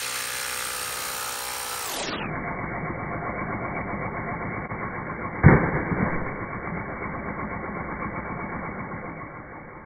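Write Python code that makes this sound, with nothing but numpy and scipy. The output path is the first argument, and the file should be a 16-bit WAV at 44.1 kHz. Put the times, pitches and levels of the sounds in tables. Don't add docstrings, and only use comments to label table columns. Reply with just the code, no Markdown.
import sys
import numpy as np
from scipy import signal
from scipy.fft import rfft, irfft
from scipy.io import wavfile
from scipy.ndimage import uniform_filter1d, map_coordinates

SR = 44100
rng = np.random.default_rng(int(sys.argv[2]) if len(sys.argv) > 2 else 0)


def makeup_ratio(level_db):
    decades = np.asarray(level_db, float) / 20
    return 10 ** decades


def output_pcm(signal):
    pcm = np.clip(np.atleast_2d(signal).T, -1, 1) * 32767
    wavfile.write(sys.argv[1], SR, np.round(pcm).astype(np.int16))


N = 434385
M = 3 * SR + 4096

# (true pitch [Hz], width [Hz], knock level [dB],
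# rush level [dB], crank angle of loudest rush [turns], rush swing [dB])
CASING_MODES = [(70, 110, -9.5, -23.5, 0.088, -17.5), (127, 15, -4.5, -23, 0.27, -7),
                (250, 110, -8.5, -25.5, .4, 14.5), (435.6, 50, -2, -19.5, 0.2, -2.5),
                (517, 44, 6.5, -6, .15, -4.5), (626, 59, -14.5, -19, .2, 5.5),
                (760, 160, -2.5, -15, .8, -4.5), (911, 170, 2.5, 0.5, .08, 0.5),
                (1275, 130, -1, 2, .03, -6), (1375, 150, -5.5, -2, .1, 4), (1605, 300, -5, 3, 0.18, 0),
                (2017, 220, -7.5, -5, .12, 3)]
# (.. [Hz, Hz, dB, dB, turns, dB])
HEAD_MODES = [(2435, 220, -7, -6.5, .1, 4.7), (2652, 330, -6.5, -2.5, .15, 1),
              (3150, 550, -9.5, -2.5, 0.87, 1), (4060, 560, -11, -2, 0.84, 1.7),
              (4700, 760, -15.5, -5.5, .2, 0.8), (6090, 800, -14.5, -5, .05, 1)]
# (.. [Hz, Hz, dB, dB, turns, dB])
VALVE_MODES = [(7110, 400, -17.5, -0.5, 0.14, 2.9), (8620, 560, -12, 3.5, 0.024, 3.7),
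               (8794, 140, -13.5, -1, .02, 3.9), (9180, 350, -15, -6, 0.083, 3),
               (9810, 650, -21, -4, 0.1, 3), (11120, 250, -7, -2.5, .85, 4.6)]
# (.. [Hz, Hz, dB, dB, turns, dB])
VENT_MODES = [(11460, 530, -20, -5.5, 1, 2.2), (12760, 2200, -13.5, -1, 0.98, 0.8),
              (14890, 1900, -23.5, -8.5, 0.16, 2), (16160, 1200, -21, 0.5, 0, 2),
              (17820, 1000, -6.5, 2, 0.00015, 2.5)]
# (.. [Hz, Hz, dB, dB, turns, dB])
GEAR_MODES = [(5530, 200, -12, 0.91, 0.81, 7)]
# (level [dB], share of the distance loss [ratio], lean per grip tilt [dB per dB])
PART_LEVELS = [
    (-35.5, 1.1, 0),
    (-38, .8, 0.02),
    (-38, 0.89, 0.12),
    (-38.5, 0.92, -0.16),
]
# (time heard [s], speed [turns per true s])
CRANK_SPEED = [(0, 62.67), (1.1, 62.63), (1.75, 61.68), (2.3, 61.53), (4.68, 62.13), (4.69, 59.77),
               (5.5, 60.27), (6, 62.01), (6.9, 64.08), (8.6, 63.87), (8.95, 58.03), (9.85, 37.7)]
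# (time heard [s], colour tilt about 1.3 kHz [dB per octave])
GRIP_TILT = [(0, 7), (.75, 8), (1.1, 0), (1.5, -2), (4.65, -2.5), (4.72, 0), (6.5, 0), (8.3, 4.5),
             (9.85, 0)]
# (time heard [s], level [dB])
CAMERA_AWAY = [(0, 0.5), (4.7, 1), (5.4, -1), (6, -1.5), (6.6, -1.5), (7.8, 0), (8.6, -0.5), (9, -4),
               (9.3, -7), (9.85, -12)]
# (true pitch [Hz], level [dB])
PATIO_AIR = [(30, -35), (50, -3), (120, -8.5), (300, -11.5), (1000, -12.5), (4000, -26.5), (18000, -29)]
# (time heard [s], gush level [dB], spray level [dB], attack [heard s], hold [heard
# s]) with attack and hold on the same slowed clock as the time heard
WATER_SURGES = [(5.434, -21.5, -26, 0.0026, 0.039), (5.482, -19.5, -24, 0.0012, .085),
                (5.62, -29.5, -33.5, .02, .06), (5.72, -28.5, -33.5, .015, .05),
                (5.907, -29.5, -35.5, 0.025, 0.059), (5.965, -23.5, -32.5, .025, 0.054),
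                (6.036, -35, -28, .02, 0.027)]
# (true pitch [Hz], level [dB])
GUSH_COLOUR = [(120, -18.5), (300, -7.5), (700, -5), (1300, 2), (2000, -6), (2900, -3), (4200, -7.5),
               (6000, -34)]
# (true pitch [Hz], level [dB])
SPRAY_COLOUR = [(2500, -19.5), (4500, -5.5), (8000, -3.5), (10500, -8.5), (12500, -4), (18500, -8.5)]
# (time heard [s], level [dB], true pitch [Hz], 60 dB decay [true ms], push +1 or pull -1 first [sign])
AIR_SLUGS = [(5.4405, 1, 800, 6, 1), (5.4612, 5, 1150, 7, -1), (5.4811, 0, 1430, 5, -1),
             (5.4885, -2, 3000, 3, 1), (5.5222, -1, 1400, 5, -1), (5.551, -6, 1400, 6, -1),
             (5.9143, -8, 1600, 4, 1), (5.923, -8, 1400, 6, -1), (6.0258, -5, 1600, 4, -1),
             (5.455, -19, 300, 40, -1), (5.4885, -10, 13000, 1, 1), (5.897, -14, 2500, 3, 1),
             (5.748, -12, 1200, 6, 1), (6.085, -17, 72, 80, -1), (6.205, -24, 250, 20, 1),
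             (6.674, -16, 9000, 1.5, 1), (6.72, -25, 1400, 30, 1), (6.77, -24, 1500, 12, 1)]

CRANK_HZ = 62.5
START_TURNS, EDIT_SKIP_TURNS = .03, -.1
EDIT_S, EDIT_HALF_S = 4.683, .03
BRAKE_S, FRAME_S, SLOW, EASE_LAG_FRAMES, EASE_FRAMES = 1.762, 1 / 30, 8, .4, 15.9
MICROPHONE_TOP_HZ, EXPORT_TOP_HZ = 18460, 15680
AIR_DB = -49
COLD_HEAD_DB, SEAT_S = 4, 0.392
GEAR_IDLE_DB, GEAR_STRAINED_DB, GEAR_LATE_DB, STRAIN_FROM_S, STRAIN_FULL_S = -47.5, -40.5, -48.5, 1.63, 2.1
REED_SLACK_HZ, REED_TIGHT_HZ, REED_LATE_HZ, TIGHTEN_FROM_S, TIGHTEN_TO_S = 5477, 5720, 5700, .85, 1.25
REED_DB, REED_LATE_DB, REED_CREEP_HZ_S = -49, -57.5, 70.1
SAG_DB_S, RELEASE_DB_S, STREAM_DB, STREAM_DB_S = 34, 169.5, -8, 27
SPLASH_DB, SPLASH_S = 8.5, .008


def level(x, db):
    return x * makeup_ratio(db) / np.sqrt(np.mean(x ** 2))


def ring(x, hz, width):
    return signal.lfilter(*signal.iirpeak(hz, hz / width, SR), x)


def walk(rate):
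    k = int(SR / rate)
    steps = np.repeat(rng.standard_normal(M // k + 1), k)
    return 1.3 * uniform_filter1d(uniform_filter1d(steps, k), k)[:M]


def coloured(x, points):
    hz, db = np.transpose(points)
    f = np.arange(M // 2 + 1) * SR / M
    gain = makeup_ratio(np.interp(np.log(f + 1), np.log(hz), db, left=-60))
    return level(irfft(rfft(x) * gain, M), 0)


def true_time():
    frame = (np.arange(N) / SR - BRAKE_S) // FRAME_S
    u = np.clip((frame - EASE_LAG_FRAMES) / EASE_FRAMES, 0, 1)
    speed = SLOW ** -(u * u * (3 - 2 * u))
    return np.cumsum(speed) / SR


def knocks(turns, scatter_db, jitter):
    chance = rng.standard_normal((256, 2))
    whole = np.arange(1, int(turns[-1]))
    at = np.interp(whole + jitter * chance[whole, 0], turns, np.arange(M - 1))
    size = makeup_ratio(scatter_db * chance[whole, 1]) * np.sqrt(SR / CRANK_HZ)
    out = np.zeros(M)
    out[at.astype(int)] += size * (1 - at % 1)
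    out[at.astype(int) + 1] += size * (at % 1)
    return out


def clatter(turns, hold_turns):
    steps = int(SR / CRANK_HZ)
    patterns = rng.standard_normal((64, steps))
    where = [(turns + 4) / hold_turns, turns % 1 * steps]
    return level(map_coordinates(patterns, where, order=1, mode="grid-wrap"), 0)


def pump_part(modes, turns, scatter_db, jitter, flicker_db, repeat, tilt_db=0, pivot_hz=1300):
    out = 0
    worn = np.sqrt(repeat) * clatter(turns, 14.0)
    for k, (hz, width, knock_db, rush_db, angle, swing_db) in enumerate(modes):
        stroke_db = swing_db * np.cos(2 * np.pi * (turns - angle))
        stroke_db = stroke_db + flicker_db * walk(250) + 0.34 * walk(4.8)
        rush = worn + np.sqrt(1 - repeat) * rng.standard_normal(M)
        drive = makeup_ratio(rush_db + stroke_db) * rush
        drive = drive + (-1) ** k * makeup_ratio(knock_db) * knocks(turns[:-1] - angle, scatter_db, jitter)
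        octaves = np.log2(hz / pivot_hz if hz > 650 else 1)
        drive = drive * makeup_ratio(tilt_db * octaves)
        out = out + ring(ring(drive, hz, 1.76 * width), hz, 1.76 * width)
    return level(out, 0)


def reed(heard, turns, late, away_db):
    tight_hz = np.interp(heard, [TIGHTEN_FROM_S, TIGHTEN_TO_S], [REED_SLACK_HZ, REED_TIGHT_HZ])
    creep_hz = REED_CREEP_HZ_S * np.maximum(heard - BRAKE_S, 0)
    hz = np.where(late, REED_LATE_HZ, tight_hz + creep_hz)
    phase = 2 * np.pi * np.cumsum(hz * (1 + 0.0065 * walk(120))) / SR
    stroke_db = 5.0 * np.cos(2 * np.pi * (turns - .97)) + 2.7 * walk(90)
    return makeup_ratio(np.where(late, REED_LATE_DB + away_db, REED_DB) + stroke_db) * np.sin(phase)


def pump(heard):
    late = heard > EDIT_S
    turns = np.cumsum(np.interp(heard, *np.transpose(CRANK_SPEED))) / SR
    turns = turns + START_TURNS + EDIT_SKIP_TURNS * late
    away_db = np.interp(heard, *np.transpose(CAMERA_AWAY))
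    grip_db = np.interp(heard, *np.transpose(GRIP_TILT))
    casing, head, valve, vent = (makeup_ratio(db + share * away_db + lean * grip_db) for db, share, lean in PART_LEVELS)
    head = head * makeup_ratio(COLD_HEAD_DB * np.exp(-heard / SEAT_S))
    strain_db = np.interp(heard, [STRAIN_FROM_S, STRAIN_FULL_S], [GEAR_IDLE_DB, GEAR_STRAINED_DB])
    gear = makeup_ratio(np.where(late, GEAR_LATE_DB + away_db, strain_db))
    vent_tilt_db = 2.2 * np.maximum(-grip_db, 0)
    out = casing * pump_part(CASING_MODES, turns, 1.1, 0.0028, 1.5, 0.53, grip_db)
    out = out + head * pump_part(HEAD_MODES, turns, 1.8, .004, 1.3, .45)
    out = out + valve * pump_part(VALVE_MODES, turns, 3.0, 0.012, 1.5, .2)
    out = out + vent * pump_part(VENT_MODES, turns, 3.5, 0.018, 1.8, 0.11, vent_tilt_db, 17000)
    out = out + gear * pump_part(GEAR_MODES, turns, 2.1, 0.016, 1.3, 0.49)
    return out + reed(heard, turns, late, away_db)


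def patio_air():
    return makeup_ratio(AIR_DB + 3.4 * walk(3.3)) * coloured(rng.standard_normal(M), PATIO_AIR)


def surges(heard):
    gush, spray = 0, 0
    for at, gush_db, spray_db, attack, hold in WATER_SURGES:
        t = np.maximum(heard - at, 0)
        after = np.maximum(t - hold, 0)
        burst = makeup_ratio(-SAG_DB_S * t - RELEASE_DB_S * after)
        stream = makeup_ratio(STREAM_DB - STREAM_DB_S * after)
        shape = (1 - np.exp(-t / attack)) * (burst + stream)
        gush = gush + (makeup_ratio(gush_db) * shape) ** 2
        spray = spray + (makeup_ratio(spray_db + SPLASH_DB * np.exp(-t / SPLASH_S)) * shape) ** 2
    return np.sqrt(gush), np.sqrt(spray)


def air_slugs(heard):
    out = 0
    for at, db, hz, t60, push in AIR_SLUGS:
        start = np.interp(at, heard, np.arange(M))
        t = np.maximum(np.arange(M) - start, 0) / SR
        onset = np.minimum(4 / 3 * hz * t, 1)
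        out = out + np.sign(push) * makeup_ratio(db - 60000 * t / t60) * np.sin(2 * np.pi * hz * t) * onset
    return out


def rocket(heard):
    gush_gain, spray_gain = surges(heard)
    gush = coloured(makeup_ratio(2.1 * walk(900)) * rng.standard_normal(M), GUSH_COLOUR)
    spray = coloured(makeup_ratio(1.1 * walk(1800)) * rng.standard_normal(M), SPRAY_COLOUR)
    return gush_gain * gush + spray_gain * spray + air_slugs(heard)


def slow_motion(tape, true_s):
    spectrum = rfft(tape) * (np.arange(M // 2 + 1) * SR / M < MICROPHONE_TOP_HZ)
    fine = irfft(spectrum, SLOW * M) * SLOW
    return map_coordinates(fine, [true_s * SR * SLOW], order=3)


def scene():
    true_s = true_time()
    heard = np.interp(np.arange(M) / SR, true_s, np.arange(N) / SR)
    return slow_motion(pump(heard) + rocket(heard) + patio_air(), true_s)[None]


def band_limit(x):
    return signal.sosfilt(signal.butter(12, 17100, fs=SR, output="sos"), x)


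def record(dry):
    fade = np.clip(abs(np.arange(N) / SR - EDIT_S) / EDIT_HALF_S, .05, 1)
    fade = fade * np.minimum(np.arange(N)[::-1] / 256, 1)
    low_pass = signal.ellip(12, .2, 90, EXPORT_TOP_HZ, fs=SR, output="sos")
    mix = signal.sosfilt(low_pass, dry * fade)
    return band_limit(mix)


dry = scene()
out = record(dry)
output_pcm(out)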